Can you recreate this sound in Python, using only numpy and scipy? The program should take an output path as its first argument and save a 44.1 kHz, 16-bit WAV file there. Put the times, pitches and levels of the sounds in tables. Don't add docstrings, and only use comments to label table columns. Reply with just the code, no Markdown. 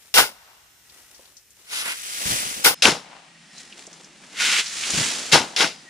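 import sys
import numpy as np
from scipy import signal
from scipy.fft import rfft, irfft, next_fast_len
from scipy.io import wavfile
from scipy.ndimage import map_coordinates

SR = 44100
rng = np.random.default_rng(int(sys.argv[2]) if len(sys.argv) > 2 else 0)


def log_audio(samples):
    frames = np.atleast_2d(samples).T
    limited = np.clip(frames, -1, 1)
    pcm = np.round(limited * 32767).astype(np.int16)
    wavfile.write(sys.argv[1], SR, pcm)


N = 259749

SWITCH_S = 2.745
TIME = np.arange(N) / SR
SIZE = next_fast_len(N + SR // 2)
FREQ = np.fft.rfftfreq(SIZE, 1 / SR)

# (frequency [Hz], left minus right [dB])
PIT_FIRST = [(200, 2.5), (600, 2.5), (1400, 2), (2200, 4.5), (3500, -1), (5400, 9), (9000, -1)]
# (frequency [Hz], left minus right [dB])
PIT_SECOND = [(450, 0.41), (1150, 7.8), (2200, 5.8), (4000, 2.4), (6500, 0.5), (12000, 0.32)]
# (frequency [Hz], relative level [dB])
PATTER_COLOUR = [(400, -16.5), (850, -12), (1250, -3), (2000, -1), (4000, -1.5), (5800, -1.5), (10000, 0),
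                 (15000, -8)]


def amp(db):
    return 10 ** (np.asarray(db) / 20)


def unit(x):
    return x / np.sqrt(np.mean(x ** 2) + 1e-20)


def along(points, hz=FREQ):
    f, v = np.transpose(points)
    return np.interp(np.log(hz + 1), np.log(f + 1), v)


def wobble(rate):
    knots = rng.standard_normal(int(N * rate / SR) + 4)
    return map_coordinates(knots, [TIME * rate])


def filtered(x, response):
    return irfft(rfft(x, SIZE) * response, SIZE)[..., :N]


def noise_band(response):
    return unit(filtered(rng.standard_normal((2, N)), response))


def resonance(hz, width):
    return 1j * FREQ * width / (hz * hz - FREQ ** 2 + 1j * FREQ * width)


def steel(ring_db):
    # (frequency [Hz], width [Hz], relative level [dB])
    blade_modes = [(480, 150, -4.5), (814, 81, -6.5), (1448, 96, 0), (2074, 180, -6), (2740, 93, -9.5),
                   (3860, 570, -17.5), (4890, 300, -10), (5430, 120, -5)]
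    ring = sum(amp(db) * resonance(hz, width) for hz, width, db in blade_modes)
    return 1 + amp(ring_db) * ring


def grains(colour, rate, spread_db, clump_db):
    contacts = (rng.random((2, N)) < rate / SR) * rng.choice([-1, 1], (2, N))
    scatter = spread_db * np.clip(rng.standard_normal((2, N)), -2, 2)
    size = amp(scatter + clump_db * wobble(170))
    return unit(filtered(contacts * size, colour))


def soil(fine, body, colour, rate, spread_db, clump_db):
    # (frequency [Hz], relative level [dB])
    body_colour = [(60, -27), (200, 5), (500, 4), (900, 3.5), (1500, -4.5), (4000, -46)]
    sharp = fine * grains(colour, rate, spread_db, clump_db)
    dull = body * grains(amp(along(body_colour)), rate=990, spread_db=3, clump_db=2.0)
    return sharp + dull


def burst(s, t60, attack=1 / 4000):
    age = np.maximum(TIME - s, 0)
    return (1 - np.exp(-age / attack)) * amp(np.maximum(-60 * age / t60, -200))


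def swell(s, length, rise_db_per_s, fall_db_per_s):
    before, after = np.maximum(s - TIME, 0), np.maximum(TIME - s - length, 0)
    return amp(-rise_db_per_s * before - fall_db_per_s * after)


def same_round(s):
    return (TIME < SWITCH_S) == (s < SWITCH_S)


def switch(first, second):
    share = np.clip((TIME - SWITCH_S) / .002, 0, 1)
    return first * (1 - share) + second * share


def ports(x, alike, balance, lag_ms, diffuse):
    turn = np.arccos(np.clip(along(alike), 0, 1) ** abs(diffuse)) / 2
    mid, side = rfft(x, SIZE) * [np.cos(turn), np.sin(turn)]
    sign = np.array([[1], [-1]])
    lean = amp(sign * along(balance) / 2)
    lag_s = lag_ms / 1000
    delay = np.exp(-1j * np.pi * FREQ * sign * lag_s)
    return irfft((mid + sign * side) * lean * delay, SIZE)[:, :N]


def heard(x, first, second, lag_ms, diffuse):
    # (frequency [Hz], likeness [0-1])
    alike_first = [(100, .86), (600, .85), (1500, .74), (3000, .42), (7000, .2), (10000, .45), (13000, .8)]
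    # (frequency [Hz], likeness [0-1])
    alike_second = [(100, .96), (500, .94), (1100, .68), (2000, .8), (4000, .9), (6500, .5), (9000, .1)]
    at_first = ports(x, alike_first, first, lag_ms, diffuse)
    at_second = ports(x, alike_second, second, 0, diffuse)
    return switch(at_first, at_second)


def air(spectrum, db):
    return amp(db + 1.0 * wobble(3.9)) * noise_band(amp(along(spectrum)))


def hush():
    # (frequency [Hz], relative level [dB])
    air_first = [(15, -44), (25, -17.5), (59, -4), (250, -13), (450, -13), (856, -22.5), (1720, -11),
                 (4870, -13), (5280, -8), (10600, -13.5), (12100, -17.5), (13100, -8.5), (15000, -21)]
    # (frequency [Hz], relative level [dB])
    air_second = [(15, -45), (25, -20), (60, -11), (103, -33), (150, 2.5), (354, -7.5), (450, -21.5),
                  (700, -10), (1100, -13.5), (1860, -7), (4750, -11), (7500, -13), (10000, -17),
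                  (11500, -37), (15000, -46)]
    both = switch(air(air_first, db=-56), air(air_second, db=-51.5))
    return heard(both, [(1000, 0.024)], [(1000, 0.039)], lag_ms=0, diffuse=1)


def levering():
    # (time [s], length [s], crackle gain [dB], body gain [dB])
    strains = [(0.013, .07, -58.5, -68.5), (0.916, 0.38, -56.5, -64), (1.6, 0.084, -57.5, -66),
               (3.58, .03, -46, -57.5), (3.782, 0.043, -47.5, -53.5), (3.942, 0.12, -53, -55),
               (4.244, 0.31, -50, -53.5), (5.826, 0.028, -53.5, -75)]
    # (time [s], gain before a common trim [dB], centre [Hz], t60 [s])
    snap_rows = [(0.897, -35.5, 4000, 0.06), (1.044, -46, 1500, .06), (1.145, -35, 5460, 0.14),
                 (1.193, -26, 452, 0.037), (1.254, -37, 4460, 0.06), (1.368, -32, 5660, 0.11),
                 (1.505, -38, 7500, .08), (3.581, -21.5, 5700, 0.041), (3.725, -24, 2830, 0.058),
                 (3.867, -20, 7250, 0.037), (3.876, -23.5, 480, 0.051), (3.929, -30, 6000, 0.09),
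                 (4.045, -26.5, 5800, 0.045), (4.237, -28, 1520, 0.066), (4.659, -16, 4900, 0.16),
                 (4.833, -13.5, 2480, 0.17), (4.904, -4.5, 7400, 0.06)]
    fine, body = np.zeros((2, N))
    fits = amp(1.2 * wobble(24))
    for s, length, crackle_db, body_db in strains:
        strain = fits * swell(s, length, rise_db_per_s=151, fall_db_per_s=140)
        fine += amp(crackle_db) * strain
        body += amp(body_db) * strain
    crackle = soil(fine, body, amp(along(PATTER_COLOUR)), rate=1500, spread_db=2.2, clump_db=2.2)
    for s, db, hz, t60 in snap_rows:
        snap = noise_band(resonance(hz, 0.53 * hz) ** 2)
        crackle += amp(db - 14.5) * burst(s, t60) * snap
    return heard(crackle, [(300, 0.39), (5000, 4.4)], [(300, 1.5), (2000, 1.7)], lag_ms=0.0796, diffuse=1)


def trees(x, build_s):
    # (frequency [Hz], t60 [s])
    wood_t60 = [(150, 0.9), (900, 1.9), (2500, 2.7), (10000, 0.6)]
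    # (frequency [Hz], relative level [dB])
    echo_colour = [(100, -10), (400, -2.5), (900, -0.5), (2200, -5.5), (5000, -2), (12000, -3.5)]
    hz, t, z = signal.stft(rng.standard_normal((2, SR)), SR, nperseg=256)
    decay_db = -60 * t / along(wood_t60, hz)[:, None]
    shape = amp(along(echo_colour, hz)[:, None] + decay_db) * (1 - np.exp(-t / build_s))
    tail = signal.istft(z * shape, SR, nperseg=256)[1]
    return signal.fftconvolve(x, tail / np.linalg.norm(tail[0]), axes=1)[:, :N]


def stabs():
    # (time [s], edge click gain before a trim [dB], entry gain [dB], full gain [dB], rise [s],
    # hold [s], t60 [s], crunch gain [dB], thud gain [dB], brightness above 1 kHz [dB per octave])
    stab_rows = [(.141, -14, -19, -13, 0.04, 0.016, 0.2, -15, -28, 2.5),
                 (2.64, -42.5, -28, -12.5, 0.0077, 0.026, 0.19, -17, -24.5, 3.5),
                 (2.822, -11.5, -12, -13.5, 0.029, 0.024, 0.26, -14.5, -16, 1.5),
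                 (5.315, -31, -31, -10, 0.0093, 0.026, 0.23, -14.5, -14, 0.5),
                 (5.563, -14, -22.5, -16, 0.052, 0.013, 0.25, -19, -25.5, 0)]
    # (frequency [Hz], relative level [dB])
    grit_colour = [(120, -22), (300, -19.5), (600, -13.5), (1500, -3), (3000, 3.5), (5500, -1), (8000, -5),
                   (10500, 1.5), (15000, -7.5)]
    # (frequency [Hz], relative level [dB])
    crunch_colour = [(100, -15), (400, -4), (850, -2), (1500, -2), (2500, -9), (6000, -27), (12000, -36.5)]
    # (frequency [Hz], relative level [dB])
    thud_colour = [(25, -32.5), (60, -21), (170, 0), (450, -1.5), (900, 1.5), (1500, -9), (4000, -51.5)]
    grinding = np.zeros((2, N))
    click, crunch, thud = np.zeros((3, N))
    grit = amp(along(grit_colour)) * steel(ring_db=5.0)
    octaves = np.log2(np.maximum(FREQ, 1000) / 1000)
    for s, click_db, entry_db, full_db, rise, hold, t60, crunch_db, thud_db, bright_db in stab_rows:
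        live = (TIME > s) & same_round(s)
        stop = s + rise + hold
        dying = -60 * np.maximum(TIME - stop, 0)
        sinking = [s, stop - .008]
        force = live * amp(np.interp(TIME, [s, s + rise], [entry_db, full_db]) + dying / t60)
        bright_grit = grit * amp(bright_db * octaves)
        grinding += force * grains(bright_grit, rate=12000, spread_db=4.5, clump_db=0.5)
        click += amp(click_db - 1.5) * burst(s, t60=.035)
        crunch += live * amp(crunch_db + np.interp(TIME, sinking, [-20, 0]) + dying / 0.17)
        thud += live * amp(thud_db + np.interp(TIME, sinking, [-22, 0]) + dying / 0.28)
    edge = click * grains(grit * resonance(3700, 3400), rate=13000, spread_db=3.0, clump_db=-0.5)
    sinking_colour = amp(along(crunch_colour)) * steel(ring_db=7.5)
    blade = crunch * grains(sinking_colour, rate=7700, spread_db=2, clump_db=2)
    ground = thud * grains(amp(along(thud_colour)), rate=3000, spread_db=7, clump_db=2.5)
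    return heard(grinding + edge + blade + ground + stones(), PIT_FIRST, PIT_SECOND, lag_ms=-0.138, diffuse=1.0)


def stones():
    # (time [s], gain [dB], centre [Hz])
    stone_rows = [(0.176, -5, 2230), (0.181, -7, 1490), (.188, -3, 865), (2.651, -14.5, 2240),
                  (2.667, -32, 980), (2.854, -3, 2560), (2.867, -13, 724), (5.342, -20, 950),
                  (5.359, -28, 585), (5.607, -8.5, 2620)]
    jolts = np.zeros((2, N))
    for s, db, hz in stone_rows:
        scrape = grains(resonance(hz, 0.45 * hz) ** 2, rate=6000, spread_db=0.0, clump_db=3.0)
        jolts += amp(db) * burst(s, t60=0.022) * scrape
    return jolts


def slope_echo():
    # (time [s], length [s], gain [dB])
    echoes = [(.3, 0.24, -59.5), (2.925, 0.011, -41.5), (3.12, 0.034, -48), (5.4, 0.0092, -35),
              (5.49, 0.015, -57)]
    # (frequency [Hz], relative level [dB])
    slope_colour = [(200, -21.5), (500, -5), (850, 3), (1400, -5.5), (2100, -10.5), (4000, -16),
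                    (10000, -28.5)]
    level = np.zeros(N)
    for s, length, db in echoes:
        level += amp(db) * swell(s, length, rise_db_per_s=153, fall_db_per_s=85)
    echo = level * grains(amp(along(slope_colour)), rate=800, spread_db=2.0, clump_db=-1.0)
    return heard(echo, PIT_FIRST, PIT_SECOND, lag_ms=-.138, diffuse=1.7)


def whistles():
    # (middle [s], length between the -13.5 dB points [s], centre [Hz], gain [dB])
    whistle_rows = [(0.946, 0.487, 1936, -66.5), (2.765, 0.18, 5160, -53), (3.512, 0.83, 1895, -62),
                    (3.56, 0.26, 5320, -56), (3.597, 0.11, 4040, -54), (5.74, .22, 4930, -53),
                    (5.88, 0.071, 1895, -51)]
    tones = np.zeros(N)
    for s, length, hz, db in whistle_rows:
        narrow = unit(filtered(rng.standard_normal(N), resonance(hz, 0.024 * hz) ** 2))
        tones += amp(db - 54 * ((TIME - s) / length) ** 2) * narrow
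    return tones


def slides():
    # (time [s], length [s], hiss gain [dB], body gain [dB], start rasp [Hz], end rasp [Hz])
    loads = [(1.733, 0.087, -32, -47.5, 4300, 5000), (1.859, 0.063, -30.5, -46, 1550, 2420),
             (4.41, 0.19, -20, -42, 2270, 2870)]
    # (frequency [Hz], relative level [dB])
    slide_colour = [(500, -28), (1050, -6.5), (1450, -3), (2700, -2.5), (5000, -6.5), (8000, -4.5),
                    (11000, -1.5), (15000, -8)]
    # (frequency [Hz], left minus right [dB])
    throw_first = [(200, 1.5), (1000, -8.5), (2500, 2), (5500, 2.5), (10000, -0.5)]
    # (frequency [Hz], left minus right [dB])
    throw_second = [(300, 3.5), (900, 6), (1500, -1), (4000, 0.5), (10000, 1)]
    colour = amp(along(slide_colour)) * steel(ring_db=1.5)
    rasp = np.zeros((2, N))
    for s, length, hiss_db, body_db, start_hz, end_hz in loads:
        flow = swell(s, length, rise_db_per_s=382, fall_db_per_s=448)
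        load = soil(amp(hiss_db) * flow, amp(body_db) * flow, colour, rate=7000, spread_db=1, clump_db=0.5)
        rasp += swept(load, [(s, start_hz), (s + length, end_hz)], lift_db=5.0, width_octaves=1.0)
    return heard(rasp, throw_first, throw_second, lag_ms=0.18, diffuse=0.82)


def swept(x, centres, lift_db, width_octaves):
    hz, t, z = signal.stft(x, SR, nperseg=512)
    centre = np.interp(t, *np.transpose(centres))
    away = np.log2((hz[:, None] + 1) / centre) / width_octaves
    return signal.istft(z * amp(lift_db * np.exp(-away ** 2)), SR, nperseg=512)[1][:, :N]


def landings():
    # (time [s], gain before the trims [dB])
    clod_rows = [(2.252, -24.5), (2.3, -23.5), (2.384, -41.5), (2.45, -35), (2.56, -39), (4.93, -23),
                 (4.972, -23), (5.01, -39)]
    # (thickest at [s], patter gain [dB], body gain [dB])
    showers = [(2.312, -28, -37.5), (4.998, -21.5, -35)]
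    # (frequency [Hz], relative level [dB])
    clod_colour = [(20, -33), (55, -10.5), (95, -4.5), (150, 1.5), (210, -2), (300, -7), (600, -53),
                   (2000, -62)]
    # (frequency [Hz], left minus right [dB])
    heap_first = [(200, 0.5), (550, -4.5), (1300, 0), (1900, -2.5), (3500, -2.5), (5700, 9.5), (9500, -0.5)]
    # (frequency [Hz], left minus right [dB])
    heap_second = [(400, 1), (1500, -5.5), (3500, -2.5), (6000, 1.5), (12000, 1.5)]
    # (frequency [Hz], left lag [ms])
    heap_lag = [(150, 0.88), (520, 0.54), (1460, 0.4), (9000, 0.384), (14000, 0.39)]
    attack_s, spray_db, splat_db = .005, -14, -15.5
    weight = sum(amp(db) * burst(s, .17, attack_s) for s, db in clod_rows)
    fine = sum(amp(db + spray_db) * burst(s, 1, attack_s) for s, db in clod_rows)
    body = amp(splat_db) * weight
    lead_s, onset_s = .41, 0.047
    for s, patter_db, body_db in showers:
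        falling = same_round(s) * np.clip((TIME - s + lead_s) / onset_s, 0, 1)
        fine += amp(patter_db) * falling * swell(s, 0, rise_db_per_s=32, fall_db_per_s=42.5)
        body += amp(body_db) * falling * swell(s, 0, rise_db_per_s=64.5, fall_db_per_s=27)
    patter = soil(fine, body, amp(along(PATTER_COLOUR)), rate=6000, spread_db=1.3, clump_db=0.78)
    thumps = amp(-1.0) * weight * noise_band(amp(along(clod_colour)))
    return heard(patter + thumps, heap_first, heap_second, lag_ms=along(heap_lag), diffuse=0.99)


def scene():
    # (frequency [Hz], gain [dB])
    bright = [(60, 3.5), (160, -4.5), (450, -0.5), (1000, 2), (3000, 5), (7000, 3), (10000, 2.5),
              (15000, 1.5)]
    # (frequency [Hz], gain [dB])
    dull = [(100, 0), (1000, -3), (3000, 1.5), (7000, 2), (10000, -6.5), (12000, -20.5), (15000, -18)]
    work = levering() + stabs() + slope_echo() + slides() + landings()
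    work = work + amp(-41.0) * trees(work, build_s=0.17)
    work = switch(filtered(work, amp(along(bright))), filtered(work, amp(along(dull))))
    return work + whistles() + hush()


def record(dry):
    notch = 1 / np.sqrt(1 + (650 / (np.abs(FREQ - 12050) + 1)) ** 12)
    x = switch(filtered(dry, np.maximum(notch, amp(-34.5))), dry)
    x = x / (1 + np.abs(x) ** 6) ** (1 / 6)
    top_hz = 15400
    return filtered(x, 1 / (1 + (FREQ / top_hz) ** 120))


dry = scene()
out = record(dry)
log_audio(out)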